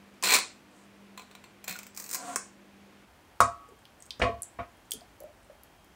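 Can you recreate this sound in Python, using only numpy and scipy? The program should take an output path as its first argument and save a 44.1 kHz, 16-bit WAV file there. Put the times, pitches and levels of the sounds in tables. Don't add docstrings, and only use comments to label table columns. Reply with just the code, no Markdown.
import sys
import numpy as np
from scipy import signal
from scipy.io import wavfile
from scipy.ndimage import uniform_filter1d

SR = 44100
rng = np.random.default_rng(int(sys.argv[2]) if len(sys.argv) > 2 else 0)


def unload_audio(sound):
    columns = np.transpose(np.atleast_2d(sound))
    steps = np.round(np.clip(columns, -1, 1) * 32767)
    wavfile.write(sys.argv[1], SR, steps.astype(np.int16))


N = 262395


def gain_of(db):
    return 10 ** (np.asarray(db) / 20)


def unit_rms(x):
    return x / np.sqrt(np.mean(x ** 2) + 1e-20)


def value_at(points, hz):
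    point_hz, value = np.transpose(points)
    return np.interp(np.log(hz + 1), np.log(point_hz + 1), value)


def add(mix, start_s, sound):
    part = mix[round(start_s * SR):][:len(sound)]
    part += sound[:len(part)]


def colour(x, spectrum):
    log_gain = np.log(gain_of(value_at(spectrum, abs(np.fft.fftfreq(4096, 1 / SR)))))
    taps = np.fft.ifft(np.exp(np.conj(signal.hilbert(log_gain)))).real[:2048]
    return signal.oaconvolve(x, taps)[:len(x)]


def resonate(x, hz, width_hz):
    radius = np.exp(-np.pi * width_hz / SR)
    return 2 * signal.lfilter([1 - radius], [1, -radius * np.exp(2j * np.pi * hz / SR)], x).real


def damped_tone(db, hz, t60_s, glide=0):
    t = np.arange(8000) / SR
    envelope = gain_of(db - 60 * t / t60_s) * (1 - np.exp(-t / 0.00072))
    return envelope * np.sin(2 * np.pi * hz * t * (1 + glide * t))


def drift(top_hz):
    t = np.arange(0, N, 64) / SR
    rates = np.geomspace(top_hz / 20, top_hz, 20)
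    slow = sum(np.sin(2 * np.pi * (hz * t + rng.random())) / np.sqrt(hz) for hz in rates)
    return np.interp(np.arange(N) / SR, t, unit_rms(slow))


# frequency_hz, relative_db
COUNTER_NOISE = [(15, -51), (25, -16), (84, -7.5), (148, -9.5), (200, -6), (248, -10), (307, -8),
                 (403, -9.5), (769, -12.5), (905, -14), (2460, -17.5), (3990, -25), (15800, -38.5)]
STOVE_NOISE = [(15, -35), (25, 1), (64, 2.5), (141, -5), (316, -3.5), (425, -8.5), (834, -6.5),
               (1220, -11.5), (1550, -11.5), (3130, -17.5), (3390, -20.5), (14600, -30.5), (15800, -31)]
# pitch_hz, rms_db
COUNTER_HUM = [(199.2, -61), (247.6, -70), (301.5, -71), (349.9, -72.5)]
STOVE_TONES = [(52, -81), (3225, -81.5)]

def background(move_s=3.05):
    places = []
    for spectrum, db, tones in ((COUNTER_NOISE, -57.5, COUNTER_HUM), (STOVE_NOISE, -58, STOVE_TONES)):
        sound = gain_of(db + 0.23 * drift(2.3)) * unit_rms(colour(rng.standard_normal(N), spectrum))
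        for hz, tone_db in tones:
            cycles = np.cumsum(hz * (1 + 0.002 * drift(3.3))) / SR
            sound += np.sqrt(2) * gain_of(tone_db + 2.3 * drift(12)) * np.sin(2 * np.pi * cycles)
        places.append(sound)
    counter, stove = places
    moved = np.clip((np.arange(N) / SR - move_s) / 0.024, 0, 1)
    return (1 - moved) * counter + moved * stove


# frequency_hz, t60_s
ROOM_DECAY = [(150, 0.13), (500, 0.25), (1500, 0.22), (4000, 0.25), (8000, 0.24), (13000, 0.097)]

def reverberation(x, damping=0.8, gap_samples=200):
    echoes = np.zeros(SR // 2)
    slots = np.arange(gap_samples, SR // 2 - 10, 10)
    echoes[slots + rng.integers(0, 10, len(slots))] = rng.choice([-1., 1.], len(slots))
    hz, t, bands = signal.stft(echoes, SR, nperseg=256)
    decay = gain_of(-60 * t * damping / value_at(ROOM_DECAY, hz)[:, None])
    tail = signal.istft(bands * decay, SR, nperseg=256)[1]
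    return signal.oaconvolve(x, tail / np.linalg.norm(tail))[:N]


# start_s, peak_db, pitch_hz, q_factor, relative_snap_db
PULP_SPLATS = [(3.689, -50, 8200, 3.7, -12), (3.791, -52, 7950, 3.1, -13), (3.854, -39.5, 2950, 1.3, -13),
               (4.004, -44, 8300, 7.5, -20), (4.024, -34, 7200, 2.3, -14), (4.057, -43.5, 8300, 3.8, -3),
               (4.064, -42, 7640, 2.5, -7), (4.107, -22.5, 3330, 1.9, -38), (4.1963, -34, 6460, 2.5, -19),
               (4.421, -18.5, 9660, 4.8, -32), (4.432, -24.5, 7600, 5.4, -20.5),
               (4.909, -22.5, 8360, 9.6, -3), (4.9185, -11, 3230, 5.8, 6), (4.936, -20.5, 10200, 2.7, -9),
               (5.009, -44, 4550, 4, -5), (5.204, -32, 11700, 2.1, -5), (5.235, -41.5, 13100, 2.6, -13),
               (5.432, -53, 8730, 5, -14), (5.446, -53, 8640, 4.6, -20), (5.635, -36, 11830, 4.8, -4),
               (5.845, -43, 13520, 2.8, 9)]
# start_s, level_db, pitch_hz
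PULP_PLOPS = [(3.687, -47, 460), (3.719, -47, 403.4), (4.291, -29, 431), (4.634, -48.5, 610),
              (4.938, -42.5, 419), (4.953, -42.5, 251), (4.974, -43.5, 220), (5.016, -44, 680),
              (5.206, -40, 554), (5.221, -39, 580), (5.24, -33, 579), (5.257, -43, 550),
              (5.274, -46.5, 658), (5.498, -40, 571), (5.514, -48.5, 586), (5.529, -55, 638)]

def pulp(drip_count=14):
    out, t = np.zeros(N), np.arange(3000) / SR
    drips = [(3.7 + 2.15 * when, -63 + 7 * size, 8300 * (0.85 + 0.7 * pitch ** 2), 3.6, -13)
             for when, size, pitch in rng.random((drip_count, 3))]
    for start_s, db, hz, q_factor, snap_db in PULP_SPLATS + drips:
        burst = (t == 0) + 0.11 * rng.standard_normal(len(t)) * np.exp(-t / 0.0027)
        width_hz = hz / q_factor
        ring = resonate(resonate(burst, hz, width_hz), hz, width_hz)
        highpass = signal.butter(4, min(hz * 0.91, 4000), "highpass", fs=SR, output="sos")
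        splat = signal.sosfilt(highpass, unit_rms(ring) + gain_of(snap_db) * unit_rms(burst))
        add(out, start_s, gain_of(db) * splat / abs(splat).max())
    for start_s, db, hz in PULP_PLOPS:
        add(out, start_s, damped_tone(db, hz, t60_s=0.092, glide=1.4))
    return out


# pitch_hz, level_db, t60_s
POT_MODES = [(71.3, -4, 0.61), (107.2, -6, 0.4), (211.6, -3.5, 0.38), (257.2, -7.5, 0.27), (400, -15, 0.16),
             (497, -4.5, 0.19), (575, -1, 0.14), (610, -7.5, 0.2), (686, 2, 0.34), (940, -21.5, .15),
             (1006, -16, 0.24), (1023, -9, .2), (1054, -2, 0.15), (1112, -4, 0.25), (1128, -15, 0.78),
             (1230, 6, 0.048), (1240, -7, 0.18), (1253, -18, 0.753), (1317, -16.5, 0.56),
             (1656, -18, 0.124), (1824, -2, 0.1), (1920, -11, 0.41), (2235, -3.5, 0.17), (2390, 1.5, 0.14),
             (2510, 0, .07), (2496, 7.5, 0.07), (3770, -4, 0.14), (4546, -15, 0.06), (7140, -8, .11),
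             (7700, -6, .07), (8300, -7, 0.077)]
# start_s, level_db, bass_db, rim_db, middle_db, contact_s, damping_factor, stilling_s
POT_KNOCKS = [(3.4041, -16.5, -15, 2.5, -24, 0.00026, 1.41, 0.8),
              (4.198, -38.5, 15, 13, -4.5, 0.0017, 22, .05), (4.216, -26, 7, 9, 5.5, 0.0032, 4.1, 0.18),
              (4.227, -24, -5, -26, -17, 0.0078, 0.87, 0.19),
              (4.587, -29, -2.5, 1, -8.5, 0.011, 2.15, 0.044)]

def pot(belly_share=0.62, dulling_db_per_s=2197):
    out, t = np.zeros(N), np.arange(SR // 2) / SR
    hz, mode_db, t60_s = np.transpose(POT_MODES)[:, :, None]
    for start_s, db, bass_db, rim_db, middle_db, contact_s, damping, stilling_s in POT_KNOCKS:
        treble_db = -13 - dulling_db_per_s * contact_s
        phase = rng.random(hz.shape) * min(contact_s / 0.0014, 1)
        weights = [(70, bass_db), (250, bass_db), (650, belly_share * bass_db + 3), (1100, 0),
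                   (1260, rim_db), (2500, middle_db), (7000, treble_db)]
        sway = uniform_filter1d(uniform_filter1d(rng.standard_normal((len(hz), len(t))), 500), 500)
        sway_db = 3.6 * unit_rms(sway) * np.minimum(t / 0.0176, 1)
        decay_db = 60 * t * damping / t60_s + 12 * (t / stilling_s) ** 4
        level_db = mode_db + value_at(weights, hz) + sway_db - decay_db
        ring = (gain_of(level_db) * np.sin(2 * np.pi * (hz * t + phase))).sum(0)
        rolloff = [(9500, treble_db + 0.5), (11000, treble_db - 34.5), (16000, treble_db - 54.5)]
        rattle = colour(rng.standard_normal(len(t)), [(35, bass_db - 7)] + weights + rolloff)
        rattle *= gain_of(10 - 60 * t / 0.095)
        hardness = np.exp(-contact_s / 0.00084)
        tick = gain_of(-2) * hardness * rng.standard_normal(len(t)) * np.exp(-t / 0.0019)
        onset = 1 - np.exp(-t / contact_s)
        add(out, start_s, gain_of(db) * ((ring + rattle) * onset + tick))
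    return out


# start_s, length_s, crest_fraction, hiss_db, groan_db
RIM_RUBS = [(0.696, 0.16, 0.44, -69, -66), (2.158, 0.2, 0.62, -49, -40)]
# pitch_hz, width_hz, relative_db
CAN_MODES = [(272, 20, 4), (553, 41, 3), (715, 25, 9), (988, 41, 3), (1100, 43, -2), (1373, 19, -1.5)]
# frequency_hz, relative_db
EDGE_HISS = [(3000, -30), (4150, -8), (5200, -14), (6300, -3), (8000, 0), (9200, -3), (10200, -24),
             (15000, -38)]

def rim_friction():
    out = np.zeros(N)
    for start_s, length_s, crest, hiss_db, groan_db in RIM_RUBS:
        t = np.arange(0, length_s, 1 / SR)
        noise = rng.standard_normal((2, len(t)))
        roughness_db = unit_rms(uniform_filter1d(rng.standard_normal(len(t)), 90))
        body, edge = noise * gain_of(roughness_db)
        groan = sum(gain_of(db) * resonate(body, hz, width) / np.sqrt(width) for hz, width, db in CAN_MODES)
        rub = gain_of(hiss_db) * unit_rms(colour(edge, EDGE_HISS)) + gain_of(groan_db) * unit_rms(groan)
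        swell_db = np.interp(t / length_s, [0, crest, 1], [-8.5, 0, -3])
        add(out, start_s, gain_of(swell_db) * rub * signal.windows.tukey(len(t), 0.1))
    return out


# pitch_hz, width_hz, gain_db
LID_MODES = [(748, 82, 9.5), (1020, 180, 3), (1450, 44, 12.5), (2320, 160, -9), (2520, 120, 5.5),
             (3690, 140, 2), (4070, 310, 17.5), (4150, 73, 20.5), (4520, 55, 20), (4920, 110, 9),
             (6340, 34, 1), (7180, 90, 9.5), (7600, 240, 1), (8750, 60, -0.5)]
# frequency_hz, relative_db
LID_SPECTRUM = [(88, -45), (150, -12.5), (398, -5.5), (821, -8), (1040, 1.5), (1210, 3.5), (2450, -10),
                (2920, -15.5), (4080, -20.5), (7470, -18), (16000, -19)]
# from_s, bass_db, low_middle_db, treble_db, ring_db
RING_TUGS = [(0.1, -7, -4, -11.5, 1.5), (1.1, 3, 5, -8, 5), (1.6, -5.5, -0.5, -4, 0.5),
             (1.9, -11, -13, -4, -17.5), (2.3, -6, -8, -10.5, -16.5)]

def lid_response(force, start_s, bend_ratio, boost_db=(0, 0, 0)):
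    *balance_db, ring_db = [row[1:] for row in RING_TUGS if row[0] <= start_s][-1]
    ring = sum(gain_of(db + ring_db) * resonate(force, hz * bend_ratio, width_hz)
               for hz, width_hz, db in LID_MODES)
    plate = colour(force + ring, LID_SPECTRUM)
    bands_hz = (5000, 10300), (250, 1800), (2000, 4800), (10700, 16500)
    filters = [signal.butter(2, edges, "bandpass", fs=SR, output="sos") for edges in bands_hz]
    upper_middle, *others = (unit_rms(signal.sosfilt(sos, plate)) for sos in filters)
    return upper_middle + sum(gain_of(db) * band for db, band in zip(np.add(balance_db, boost_db), others))


# start_s, level_db, pitch_hz, t60_s
CAN_JOLTS = [(0.246, -41.5, 193.6, 0.54), (0.322, -28, 451, 0.12), (1.702, -40, 189, 0.15)]
LID_TWANGS = [(0.23, -28, 1020, 0.14), (0.363, -25, 1350, 0.046), (1.177, -48, 1026, 0.17),
              (1.756, -33.5, 1450, 0.044), (2.361, -24.5, 1045, 0.028), (2.36, -23.5, 1560, 0.015)]

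def jolts_and_twangs():
    out = np.zeros(N)
    for start_s, db, hz, t60_s in CAN_JOLTS + LID_TWANGS:
        add(out, start_s, damped_tone(db, hz, t60_s))
    return out


# start_s, peak_db
SEAM_CRACKS = [(0.141, -55), (0.2257, -21), (0.2368, -14.5), (0.2465, -20), (0.2566, -16.5),
               (0.2738, -16.5), (0.2874, -19), (0.3057, -14), (0.3238, -11), (0.3385, -6.5), (0.346, -9),
               (0.354, -11.5), (0.364, -14.5), (0.387, -17), (1.1763, -32.5), (1.1954, -34.5), (1.219, -40),
               (1.232, -51), (1.3125, -42.5), (1.3517, -35.5), (1.4402, -37.5), (1.6422, -31.5),
               (1.6803, -19.5), (1.6948, -23.5), (1.7094, -23.5), (1.7257, -29), (1.763, -32.5),
               (1.7889, -28.5), (1.8318, -35), (1.8669, -35), (1.948, -40), (1.9645, -33), (1.9748, -23.5),
               (1.9993, -28), (2.0233, -35), (2.0412, -31), (2.063, -32), (2.092, -28.5), (2.1024, -27),
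               (2.113, -21), (2.13, -21.5), (2.136, -22), (2.1465, -16), (2.1526, -22.5), (2.3595, -11)]

def seam_cracks():
    out, t = np.zeros(N), np.arange(3000) / SR
    for start_s, db in SEAM_CRACKS:
        noise = rng.standard_normal(len(t))
        force = (t == 0) + 0.17 * noise * np.exp(-t / 0.0047)
        crack = lid_response(force, start_s, bend_ratio=1 + 0.018 * noise[-1])
        add(out, start_s, gain_of(db) * crack / abs(crack).max())
    return out


# time_s, gain_db
SEAM_RIPS = [
    [(0.226, -49), (0.24, -33), (0.266, -32), (0.35, -24), (0.362, -31.5), (0.405, -44)],
    [(1.675, -46), (1.681, -48), (1.715, -53), (1.775, -65)],
    [(1.94, -77), (1.976, -53), (2.086, -57), (2.11, -56), (2.152, -40.5), (2.165, -36)],
]

def seam_rips(slips_per_s=2800):
    out = np.zeros(N)
    for envelope in SEAM_RIPS:
        times, db = np.transpose(envelope)
        t = np.arange(times[0], times[-1], 1 / SR)
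        slip_db = 3.8 * np.minimum(rng.exponential(1, len(t)), 3.2)
        slips = gain_of(slip_db) * (rng.random(len(t)) < slips_per_s / SR)
        slips *= rng.choice([-1, 1], len(t))
        crackle = lid_response(slips, times[0], bend_ratio=1.015, boost_db=(8.5, 10.5, 7))
        add(out, times[0], gain_of(np.interp(t, times, db)) * crackle * signal.windows.tukey(len(t), 0.06))
    return out


def scene():
    can = seam_cracks() + seam_rips() + jolts_and_twangs() + rim_friction()
    knocks, wet = pot(), pulp()
    facing = 2 * np.pi * 7 * np.arange(N) / SR
    room = gain_of(-7.5) * (reverberation(can * np.cos(facing)) + reverberation(can * np.sin(facing)))
    room += reverberation(gain_of(-6) * knocks + gain_of(-8.5) * wet, damping=1.05, gap_samples=120)
    return (can + knocks + wet + room + background())[None]


def record(dry):
    heard = colour(dry[0], [(25, -21.5), (45, -2.0), (15700, 0.5), (16000, -20.0)])[None]
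    lowpass = signal.firwin(511, 16600, window=("kaiser", 9), fs=SR)
    return signal.oaconvolve(heard, lowpass[None], "same")


dry = scene()
out = record(dry)
unload_audio(out)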